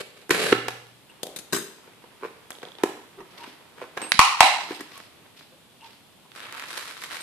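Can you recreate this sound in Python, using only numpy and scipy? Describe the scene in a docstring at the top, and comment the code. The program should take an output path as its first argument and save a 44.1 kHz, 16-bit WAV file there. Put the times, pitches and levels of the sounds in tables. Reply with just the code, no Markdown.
"""Scissors scrape through the seal of a plastic case, catching and slipping, then clatter onto the table.
Hands rub, turn and pry the hollow case, which knocks and creaks until its latches snap open,
loud enough to overload the microphone. The lid swings back, and fingers lift a crinkling plastic
bag in which metal parts clink. It all happens close to a camera in a small, softly hissing room."""
import sys
import numpy as np
from scipy import signal
from scipy.fft import rfft, irfft
from scipy.io import wavfile
from scipy.ndimage import uniform_filter1d

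SR = 44100
rng = np.random.default_rng(int(sys.argv[2]) if len(sys.argv) > 2 else 0)


def waveform_to_disk(signal):
    """Save audio, clipped to [-1, 1], as 16-bit WAV at the path in sys.argv[1]."""
    frames = np.transpose(np.atleast_2d(signal))
    scaled = np.clip(frames, -1, 1) * 32767
    samples = np.round(scaled).astype(np.int16)
    wavfile.write(sys.argv[1], SR, samples)


N = 318402


def amp(db):
    """Turns decibels into a gain to multiply by."""
    return 10 ** (np.asarray(db) / 20)


def unit(x):
    """Scales a signal to an average (rms) level of 1."""
    return x / np.sqrt(np.mean(x ** 2) + 1e-20)


def read(points, hz):
    """Reads between the rows of a (Hz, value) table, with frequency on a log scale."""
    table_hz, value = np.transpose(points)
    return np.interp(np.log(hz + 1), np.log(table_hz + 1), value)


def add(mix, start_s, sound):
    """Mixes a sound in at the given time."""
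    part = mix[:, max(0, round(start_s * SR)):][:, :sound.shape[-1]]
    part += sound[..., :part.shape[1]]


def band(x, hz, kind, order=4):
    """Keeps the lows, the highs or a band between."""
    return signal.sosfilt(signal.butter(order, hz, kind, fs=SR, output="sos"), x)


def colour(x, points, size=2048):
    """Shapes the tone to a (Hz, dB) curve without smearing any sound earlier in time."""
    hz = abs(np.fft.fftfreq(size, 1 / SR))
    log_gain = np.log(amp(np.maximum(read(points, hz), -100)))
    taps = np.fft.ifft(np.exp(signal.hilbert(log_gain).conj())).real[:size // 2]
    return signal.oaconvolve(x, taps[None], axes=1)[:, :x.shape[1]]


def resonances(x, modes):
    """The ringing a sound stirs up. Each mode: pitch in Hz, width in Hz, level in dB."""
    return sum(amp(db) * signal.lfilter(*signal.iirpeak(hz, hz / width, SR), x)
               for hz, width, db in modes)


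def pair(x):
    """Blends two unrelated signals into left and right, more alike in the lows than the highs."""
    # Each row: frequency in Hz, how alike the two sides are (1 is identical).
    likeness = [(100, 0.5), (450, 0.52), (1500, 0.58), (4000, -0.06), (10000, 0)]
    # Each row: frequency in Hz, left minus right in dB.
    balance = [(100, 1), (400, -0.8), (1200, -2), (2500, -2), (5000, 0.5), (11000, 2.5)]
    hz, (a, b) = np.fft.rfftfreq(x.shape[1], 1 / SR), rfft(x)
    same = np.clip(read(likeness, hz), 0, 1)
    mid, side = a * np.sqrt((1 + same) / 2), b * np.sqrt((1 - same) / 2)
    lean = amp(read(balance, hz) / 2)
    return irfft([(mid + side) * lean, (mid - side) / lean], x.shape[1])


def wander(rate_hz, shape=N):
    """A smooth random wobble; a higher rate moves faster."""
    return unit(band(rng.standard_normal(shape), rate_hz, "lowpass", order=2))


def fits(rate_hz, depth_db):
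    """A gain that comes and goes at random."""
    return amp(depth_db * np.clip(wander(rate_hz), -2, 1.5))


def held(start, end, attack_s, release_s):
    """A gain that rises, holds until the end, then dies away."""
    t = np.arange(N) / SR
    return np.clip((t - start) / attack_s, 0, 1) * np.exp(-np.maximum(t - end, 0) / release_s)


def moves(rows):
    """Each hand move speeds up and slows down. Returns gains for its main sound and its hiss."""
    body, hiss, t = 0, 0, np.arange(N) / SR
    for middle, half, body_db, hiss_db in rows:
        speed = np.exp(-((t - middle) / half) ** 2)
        body += amp(body_db) * speed
        hiss += amp(hiss_db) * speed
    return body, hiss


def burst(decay_s, size=8192, span=90):
    """Countless high rings die together as a puff of noise. A smaller span gives a more even tone."""
    fade = np.exp(-np.arange(size) / SR / max(decay_s, 1e-4))
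    spectrum = rfft(rng.standard_normal((2, size)) * fade)
    spectrum /= np.sqrt(uniform_filter1d(abs(spectrum) ** 2, span, axis=1))
    return pair(irfft(spectrum) * np.hanning(2 * size)[size:])


def grains(per_s, spread_db, wash, clump_db):
    """Tiny slips of very unequal size, in clumps, over a wash of still smaller ones."""
    sizes = amp(spread_db * np.minimum(rng.exponential(1, N), 4))
    sizes *= rng.random(N) < per_s / SR
    clumps = amp(clump_db * wander(45))
    slips = unit(sizes * rng.choice([-1, 1], (2, N)))
    return clumps * pair(slips + wash * rng.standard_normal((2, N)))


def struck_spot(x, uneven_db):
    """Every spot on an object favours its own random set of high pitches."""
    modes_hz = np.arange(1000, 14000, 290)
    modes_db = uneven_db * np.clip(rng.standard_normal(len(modes_hz)), -2, 1)
    return colour(x, [(800, 0.0038), *zip(modes_hz, modes_db)])


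def crack(db, decay_s, high_db, top_db, low_db, bass_db, uneven_db, span=90):
    """The noise of two things meeting, with four tone controls from bass to top."""
    tone = [(40, -25.5), (220, bass_db), (750, low_db), (1600, -3.5), (4000, high_db),
            (9500, top_db), (14000, top_db - 5)]
    return struck_spot(amp(db) * colour(burst(decay_s, span=span), tone), uneven_db)


def panel(hz, db, damping, swell_cycles=1.491, size=8192):
    """A struck panel swings widest after swell_cycles, then dies within a few more."""
    t, swell_s = np.arange(size) / SR, swell_cycles / hz
    envelope = (t / swell_s * np.exp(1 - t / swell_s)) ** damping
    return amp(db) * envelope * np.sin(2 * np.pi * hz * (t - swell_s))


def scrape(slips_per_s=140, jitter=0.5, spread_db=4):
    """The blade catches and slips unevenly over finer grit; each edge of the seal rasps in fits."""
    # Each row is one drag of the blade: start in seconds, end in seconds, level in dB.
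    drags = [(0, 0.011, -30), (0.165, 0.234, -52.5), (0.302, 0.521, -25.5)]
    # Each row is a ring of the seal's edges: pitch in Hz, width in Hz, level in dB.
    edge_modes = [(1080, 260, -5), (1665, 250, -1), (2250, 320, -9.5), (4030, 460, -15.5)]
    # Each row: frequency in Hz, level in dB.
    scrape_tone = [(59, -55), (100, -15), (232, -9.5), (268, -12), (421, 2), (700, -12), (1660, -12),
                   (2360, -12.5), (2840, -12), (4700, -15), (6060, -23), (6720, -21), (8420, -20.5),
                   (11200, -22.5), (13500, -33)]
    rate = slips_per_s * np.exp(jitter * wander(70))
    slips = np.diff(np.floor(np.cumsum(rate) / SR), prepend=0)  # one spike for each slip
    slips *= amp(spread_db * np.clip(rng.standard_normal(N), -2, 1))
    chatter = signal.oaconvolve(slips[None], burst(0.0032, span=40), axes=1)[:, :N]
    grit = struck_spot(unit(chatter) + 0.6 * grains(1500, 2.4, 0.5, clump_db=1.5), uneven_db=2)
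    rasp = sum(resonances(grit * fits(35, depth_db=4), [edge]) for edge in edge_modes)
    pressure = fits(25, depth_db=1.2)
    drag = sum(amp(db) * held(start, end, attack_s=0.0009, release_s=0.0052) for start, end, db in drags)
    return drag * unit(pressure * colour(grit + rasp, scrape_tone))


def knocks():
    """Blade, catch and lid hit the hollow case. Returns the panel's swings and the ringing cracks."""
    # Each row: start in seconds, panel pitch in Hz, panel level in dB, crack level in dB,
    # crack decay in seconds, the crack's lows in dB, its top in dB.
    blows = [(0.294, 390, -22, -2, 0.002, 3.5, -8.5), (0.3066, 410, -11, 22.5, 0.0016, -13, -19.5),
             (0.3097, 446, -16, 19, 0.0018, -10, -12.5), (0.5213, 428, -12, 9, 0.0045, -24, -21.5),
             (0.5254, 390, -3, 22.5, 0.0033, -6, -31.5), (2.835, 374, -7, 14.5, 0.0031, 2.5, -16.5),
             (3.969, 452, -31.5, -6.5, 0.0026, -4.5, -23), (3.974, 445, -28, 9, 0.006, -1, -24),
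             (4.7065, 368, -22, -2.5, 0.017, 4, -24), (4.8068, 317, -30, 3, 0.0054, -13, -16.5)]
    # Each row is a ring of the hollow case: pitch in Hz, width in Hz, level in dB.
    shell_modes = [(1046, 220, -4), (1360, 110, -6), (1678, 200, 0), (2384, 790, -6.5), (2780, 45, -6),
                   (4040, 230, -7)]
    swings, cracks = np.zeros((2, 2, N))
    for start, hz, panel_db, crack_db, decay_s, low_db, top_db in blows:
        add(swings, start, panel(hz, panel_db, damping=4.6))
        add(cracks, start, crack(crack_db, decay_s, high_db=-14.5, top_db=top_db, low_db=low_db,
                                 bass_db=-9.5, uneven_db=3.5))
    return swings, cracks + resonances(cracks, shell_modes)


def table_boom(start=0.525, hz=120, db=-39, fade_s=1.19):
    """The blade slips off the case and the table hums on, falling 60 dB in fade_s."""
    out, t = np.zeros((2, N)), np.arange(SR) / SR
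    add(out, start, amp(db - 60 * t / fade_s) * np.sin(2 * np.pi * hz * t))
    return out


def ticks(decay_s=0.0026):
    """Plastic edges catch on each other and click without moving a panel."""
    # Each row: start in seconds, level in dB, the click's top in dB.
    clicks = [(0.6829, 13, -17.5), (0.6841, 15, -32), (2.505, 3, -10.5), (2.63, 1, -25), (3.4401, -1, -36),
              (4.0171, 8, -23), (4.918, -7, -37), (4.9774, -6, -8), (5.001, -2, -27), (5.409, -9, -28)]
    out = np.zeros((2, N))
    for start, db, top_db in clicks:
        add(out, start, crack(db, decay_s, high_db=-14.5, top_db=top_db, low_db=-5, bass_db=-8,
                              uneven_db=0.5, span=30))
    return out


def rubbing(grip_db=-58.5):
    """Hands slide and shift on the case, whose shell colours the tiny slips; dry skin adds a hiss."""
    # Each row: middle of a stroke in seconds, half its length in seconds, rub in dB, hiss in dB.
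    strokes = [(2.252, 0.025, -46.5, -85), (2.65, 0.038, -54, -74), (2.817, 0.031, -48, -71),
               (3.422, 0.1, -52, -47.5), (3.813, 0.032, -44, -68), (4.025, 0.054, -43, -48),
               (4.71, 0.085, -49.5, -42), (4.968, 0.084, -81, -49.5), (5.401, 0.03, -72, -49.5),
               (5.881, 0.069, -58.5, -54)]
    # The tones of the rubbed case and of skin. Each row: frequency in Hz, level in dB.
    shell_tone = [(88, -52.5), (150, -14), (411, -4), (761, -12.5), (935, -4.5), (1070, -9), (2250, -12),
                  (2810, -15.5), (6760, -29.5), (13000, -33.5)]
    skin_tone = [(300, -27.5), (1500, 0), (3000, 5.5), (5000, 1.5), (7000, -11.5), (13000, -11)]
    grip = amp(grip_db) * held(start=1.067, end=5.27, attack_s=0.041, release_s=0.041)
    rub, hiss = moves(strokes)
    shell = unit(colour(grains(900, 2.1, 0.23, clump_db=2), shell_tone))
    skin = unit(colour(grains(1500, 2.5, 0.66, clump_db=5), skin_tone))
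    return (grip + rub) * shell + hiss * skin


def squeaks(waver=0.04, roughness=0.55, overtone_db=-13):
    """Fingertips stick and slip on plastic, making a tone of unsteady pitch and strength."""
    # Each row: start in seconds, length in seconds, pitch in Hz, level in dB.
    slides = [(1.082, 0.04, 2830, -56.5), (3.171, 0.075, 390.5, -45), (3.392, 0.086, 959, -47.5),
              (3.428, 0.025, 2850, -52), (4.029, 0.02, 2590, -41), (4.932, 0.075, 1119, -52.5),
              (5.514, 0.044, 525, -58), (5.805, 0.029, 2790, -55.5), (5.812, 0.068, 903, -50.5),
              (6.238, 0.037, 1004, -59.5)]
    out = np.zeros((2, N))
    for start, length, hz, db in slides:
        n = int(length * SR)
        drift, flutter = wander(160, (2, n))
        phase = 2 * np.pi * np.cumsum(hz * (1 + waver * drift)) / SR
        tone = np.sin(phase) + amp(overtone_db) * np.sin(3 * phase)
        envelope = np.hanning(n) ** 0.5 * (1 + roughness * flutter)
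        add(out, start, amp(db) * unit(envelope * tone))
    return out


def scissors_drop(ring_width_hz=260, touch_hz=500, drop_hz=380, clatter_db=-10):
    """The scissors tap the table, then drop and rattle to rest. Returns table thuds and metal rings."""
    # Each row is a tap that rings one spot of the blades: start in seconds, thud in dB,
    # blade noise in dB, decay in seconds, ring pitch in Hz, ring level in dB.
    touches = [(1.2313, -22.5, -1, 0.0038, 3510, 10), (1.2679, -29, -12, .002, 3540, 11),
               (1.3616, -53, -3.5, 0.0093, 3700, 3), (1.3876, -46, -7.5, 0.0084, 7100, 5)]
    # Each row: start in seconds, thud in dB, blade noise in dB, decay in seconds.
    bounces = [(1.525, -34, 8.5, 0.0055), (1.5301, -21, 16.5, 0.0073), (1.5346, -34, 12.5, 0.011),
               (1.5455, -26, 13, 0.015), (1.5632, -28, 10.5, 0.015), (1.583, -32, 7.5, 0.07)]
    # Each row is a ring of the scissors lying flat: pitch in Hz, width in Hz, level in dB.
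    blade_modes = [(1510, 560, -4), (3180, 87, 2), (3900, 260, 5), (5040, 140, 7.5), (5680, 120, 1.5),
                   (6470, 120, 6), (7500, 160, 4), (8100, 320, 7), (9600, 200, 9), (12100, 260, 8.5)]
    table, metal = np.zeros((2, 2, N))
    for start, thud_db, blade_db, decay_s, ring_hz, ring_db in touches:
        tick = crack(blade_db, decay_s, high_db=0, top_db=0.5, low_db=-4, bass_db=7.5,
                     uneven_db=2.5, span=40)
        add(table, start, panel(touch_hz, thud_db, damping=13.6))
        add(metal, start, tick + resonances(tick, [(ring_hz, ring_width_hz, ring_db)]))
    for start, thud_db, blade_db, decay_s in bounces:
        clatter = crack(blade_db, decay_s, high_db=-10, top_db=-13.5, low_db=-3.5, bass_db=12.5,
                        uneven_db=6)
        add(table, start, panel(drop_hz, thud_db, damping=2.8))
        add(metal, start, amp(clatter_db) * clatter + resonances(clatter, blade_modes))
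    return table, metal


def bumps(pat_db=28, decay_s=0.0083):
    """A soft fingertip swings a panel of the case, with a dull pat that grows with its force."""
    # Each row: start in seconds, panel pitch in Hz, panel level in dB.
    landings = [(1.875, 418, -41.5), (2.039, 473, -39), (2.6317, 448, -33.5), (2.671, 406, -37),
                (3.186, 400, -39.5), (3.204, 360, -33), (3.474, 300, -40), (4.14, 210, -35),
                (4.436, 292, -30.5), (4.723, 380, -33.5), (4.797, 330, -35)]
    out = np.zeros((2, N))
    for start, hz, db in landings:
        pat = crack(db + pat_db, decay_s, high_db=-18, top_db=-32.5, low_db=1.5, bass_db=-3.5,
                    uneven_db=7.5)
        add(out, start, panel(hz, db, damping=3.55) + pat)
    return out


def creaks(decay_s=0.0009):
    """The pried lid slips against the tray in short runs; each slip jolts a panel and rings the rim."""
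    # Each row: start in seconds, panel pitch in Hz, panel level in dB, rim level in dB.
    slips = [(2.226, 405, -30, -7), (2.2337, 433, -27.5, 3), (2.2427, 450, -31.5, 0.5),
             (2.2492, 444, -24.5, 3), (2.258, 470, -33, -2), (3.8159, 540, -28.5, -1.5),
             (3.8232, 480, -29, -11), (3.84, 520, -40, -5.5)]
    # Each row is a ring of the rim: pitch in Hz, width in Hz, level in dB.
    rim_modes = [(1076, 150, 1.5), (1440, 230, -5), (2300, 260, -8), (4050, 300, -14.5)]
    slip_tone = [(100, -10), (800, 6), (2600, 1.5), (3300, -9), (12000, -12)]
    out = np.zeros((2, N))
    for start, hz, panel_db, rim_db in slips:
        slip = amp(rim_db) * colour(burst(decay_s, span=24), slip_tone)
        add(out, start, panel(hz, panel_db, damping=3.4) + resonances(slip, rim_modes))
    return out


def focus_motor(start=2.519, count=9, steps_per_s=30, db=-10.5, accent_db=5):
    """Faint, even ticks like the steps of a camera's focus motor; every fourth is harder."""
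    tick_tone = [(60, -42), (500, 3), (2400, -20), (3400, 4.5), (4600, -12), (12000, -42)]
    out = np.zeros((2, N))
    for step in range(count):
        accented = step % 4 == 0
        tick = colour(burst(0.0007), tick_tone)
        add(out, start + step / steps_per_s, amp(db + accent_db * accented) * tick)
    return out


def clinks():
    """Small metal parts touch, and each rings with one high, fading tone."""
    # Each row: start in seconds, pitch in Hz, level in dB, seconds to fade by 60 dB.
    rings = [(4.0175, 8380, -33, 0.36), (4.091, 10490, -37.5, 0.19), (4.119, 10540, -38, 0.35),
             (4.725, 8500, -52, 0.3), (7.21, 8600, -39, .25)]
    out, t = np.zeros((2, N)), np.arange(SR // 2) / SR
    for start, hz, db, fade_s in rings:
        add(out, start, amp(db - 60 * t / fade_s) * np.sin(2 * np.pi * hz * t))
    return out


def snaps(crack_cycles=1.65, lowest_hz=610, highest_hz=11800):
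    """Stiff latches let go and ring the lid, with little bass. Returns each snap with its echo in dB."""
    # Each row: start in seconds, lid pitch in Hz, then in dB: lid level, crack level,
    # the crack's highs, the latch's ring, the share sent to the echo.
    releases = [(4.1195, 2270, -4.5, 17, -0.5, 5.5, -3.5), (4.192, 1085, 7.5, 31.5, -8.5, -9, 2),
                (4.4059, 871, 5.5, 33, -11.5, 1, 1.5)]
    # Each row is a broad ring of a latch: pitch in Hz, width in Hz, level in dB.
    latch_modes = [(2000, 560, -2), (2660, 470, 2), (4000, 400, -1.5), (4950, 280, -10.5)]
    sources = []
    for start, hz, lid_db, crack_db, high_db, latch_db, echo_db in releases:
        out = np.zeros((2, N))
        noise = crack(crack_db, crack_cycles / hz, high_db, top_db=-18, low_db=-6, bass_db=-17.5,
                      uneven_db=2.5, span=24)
        snap = panel(hz, lid_db, damping=2.7) + noise + amp(latch_db) * resonances(noise, latch_modes)
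        snap = band(snap, lowest_hz, "highpass", order=3)
        add(out, start, band(snap, highest_hz, "lowpass", order=6))
        sources.append((out, echo_db))
    return sources


def bag(patch_sizes=10, pops_per_s=160, flurry_db=0.5, ring_width_hz=330, ring_db=5):
    """Patches of thin plastic buckle in tiny pops, each size at its own pitch, among sharp creases."""
    # Each row: middle of a pull in seconds, half its length in seconds, crumple in dB, fizz in dB.
    pulls = [(6.372, 0.028, -49, -54.5), (6.46, 0.057, -42.5, -56), (6.567, 0.039, -38.5, -50),
             (6.635, 0.032, -42, -57), (6.745, 0.08, -40.5, -45), (6.885, 0.072, -44, -49.5),
             (7.03, 0.049, -43, -46.5), (7.128, 0.035, -38.5, -45.5), (7.205, 0.049, -42.5, -46)]
    # Each row: start in seconds, level in dB, ring pitch in Hz, treble in dB.
    creases = [(6.318, -5.5, 3450, -26), (6.351, -10, 1480, -24), (6.386, -15, 2400, -17),
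               (6.4034, 1.5, 1820, -22), (6.453, -3, 2580, -28), (6.525, 1, 1900, -15),
               (6.549, -3, 1300, -26), (6.58, -2, 2400, -20), (6.597, 3.5, 2000, -17),
               (6.6173, -2, 1450, -25), (6.6856, -3, 2400, -14), (6.7055, 0, 1770, -18),
               (6.769, -7, 420, -26), (6.778, -3.5, 3480, -8), (6.8546, -6, 1150, -17),
               (6.968, -0.5, 1300, -28), (7.0381, 5, 2100, -15), (7.043, 1, 3030, -19),
               (7.11, 3.5, 1800, -30), (7.157, 1, 1650, -22), (7.1694, 4.5, 2200, -19)]
    # Each row: frequency in Hz, level in dB.
    bag_tone = [(120, -50), (200, -28), (239, -5), (377, -2), (675, -2.5), (750, -7.5), (977, 3.5),
                (1630, 3.5), (3600, -4), (3930, -2.5), (6330, -20), (11900, -21.5), (13500, -34)]
    crinkle = grains(700, 2, 0.25, clump_db=2.2)
    edges_hz = np.geomspace(700, 13500, patch_sizes + 1)
    for patch_hz in zip(edges_hz, edges_hz[1:]):
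        pops = rng.standard_normal((2, N)) * (rng.random(N) < pops_per_s / SR)
        flurries = amp(flurry_db * np.clip(wander(18), -2, 2))
        crinkle += amp(-6) * band(unit(pops * flurries), patch_hz, "bandpass", order=2)
    crinkle = colour(crinkle, bag_tone)
    crumple, fizz = moves(pulls)
    out = amp(0.9) * crumple * unit(band(crinkle, 4070, "lowpass"))
    out += amp(2) * fizz * unit(band(crinkle, 5600, "highpass"))
    for start, db, hz, treble_db in creases:
        tone = [(60, -50), (400, -14.5), (1500, -9.5), (3500, -10),
                (7000, treble_db), (13000, treble_db - 3)]
        crease = amp(db) * colour(burst(0.001), tone)
        add(out, start, crease + resonances(crease, [(hz, ring_width_hz, ring_db)]))
    return out


def room_echo(x, onset_s=0.0009, build_s=0.0049, reflections_per_s=4500, size=256):
    """Sound bounces off table and lid, then the walls; each frequency dies at its own speed."""
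    # Each row: frequency in Hz, seconds to fade by 60 dB.
    fade_times = [(100, 0.4), (260, 0.54), (420, 0.46), (700, .54), (1800, 0.56), (4800, 0.63),
                  (12000, 0.44)]
    # Each row: frequency in Hz, level in dB.
    echo_tone = [(100, -8.5), (170, -3), (260, -4), (350, -7.5), (470, -2.5), (650, -3), (1000, -5),
                 (2000, -3), (4000, -2.5), (10000, -3)]
    taps = rng.standard_normal((2, SR)) * (rng.random((2, SR)) < reflections_per_s / SR)
    taps /= np.linalg.norm(taps, axis=1, keepdims=True)
    hz, t, bands = signal.stft(taps, SR, nperseg=size)
    same = 1 / np.sqrt(1 + (hz[:, None] / 950) ** 4)  # long waves reach both microphones alike
    bands[1] = same * bands[0] + np.sqrt(1 - same ** 2) * bands[1]
    fade_s = read(fade_times, hz)[:, None]
    equal_energy = np.sqrt(2 * np.log(1000) / fade_s)
    bands *= amp(-60 * t / fade_s) * equal_energy
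    tail = signal.istft(bands, SR, nperseg=size)[1]
    tail *= np.clip((np.arange(tail.shape[1]) / SR - onset_s) / build_s, 0, 1)
    return signal.fftconvolve(x, colour(tail, echo_tone), axes=1)[:, :N]


def room_hush(db=-54.5):
    """The soft, steady noise of the still room."""
    # Each row: frequency in Hz, level in dB.
    hush_tone = [(25, -20), (50, -17.5), (100, -2.5), (200, -0.5), (550, -6.5), (1000, -8), (1700, -13),
                 (3400, -8.5), (6100, -20), (9000, -16.5), (13000, -19)]
    return amp(db) * unit(colour(pair(rng.standard_normal((2, N))), hush_tone, size=8192))


def scene():
    """Adds up the close sounds, their echo, the table's hum and the room's hush."""
    table, blades = scissors_drop()
    blades *= amp([[1.5], [-1.5]])  # a little to the left
    swings, cracks = knocks()
    # Each entry: a sound, the share of it sent to the echo in dB.
    sources = [(swings, -6),  # a panel's slow swing carries little into the room
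               (cracks, -0.7), (bumps() + ticks(), -1), (creaks(), -3), *snaps(),
               (table, 3.5), (blades, -5), (scrape(), -0.8), (rubbing(), 0.5), (bag(), -0.7),
               (focus_motor() + squeaks() + clinks(), -3)]
    near = sum(sound for sound, _ in sources)
    echo = room_echo(sum(amp(echo_db) * sound for sound, echo_db in sources))
    return near + echo + table_boom() + room_hush()


def record(dry, highest_hz=13750):
    """Overload pushes the microphone's signal off centre in a thump and clips it; top treble is cut."""
    overload = np.maximum(abs(dry) - 1, 0).mean(0)
    thump = 0.55 * band(overload, 600, "lowpass", order=1)
    clipped = np.clip(dry + thump, -1, 1)
    treble_cut = signal.firwin(255, highest_hz, window=("kaiser", 8), fs=SR)
    return signal.oaconvolve(clipped, treble_cut[None], "same")


dry = scene()
out = record(dry)
waveform_to_disk(out)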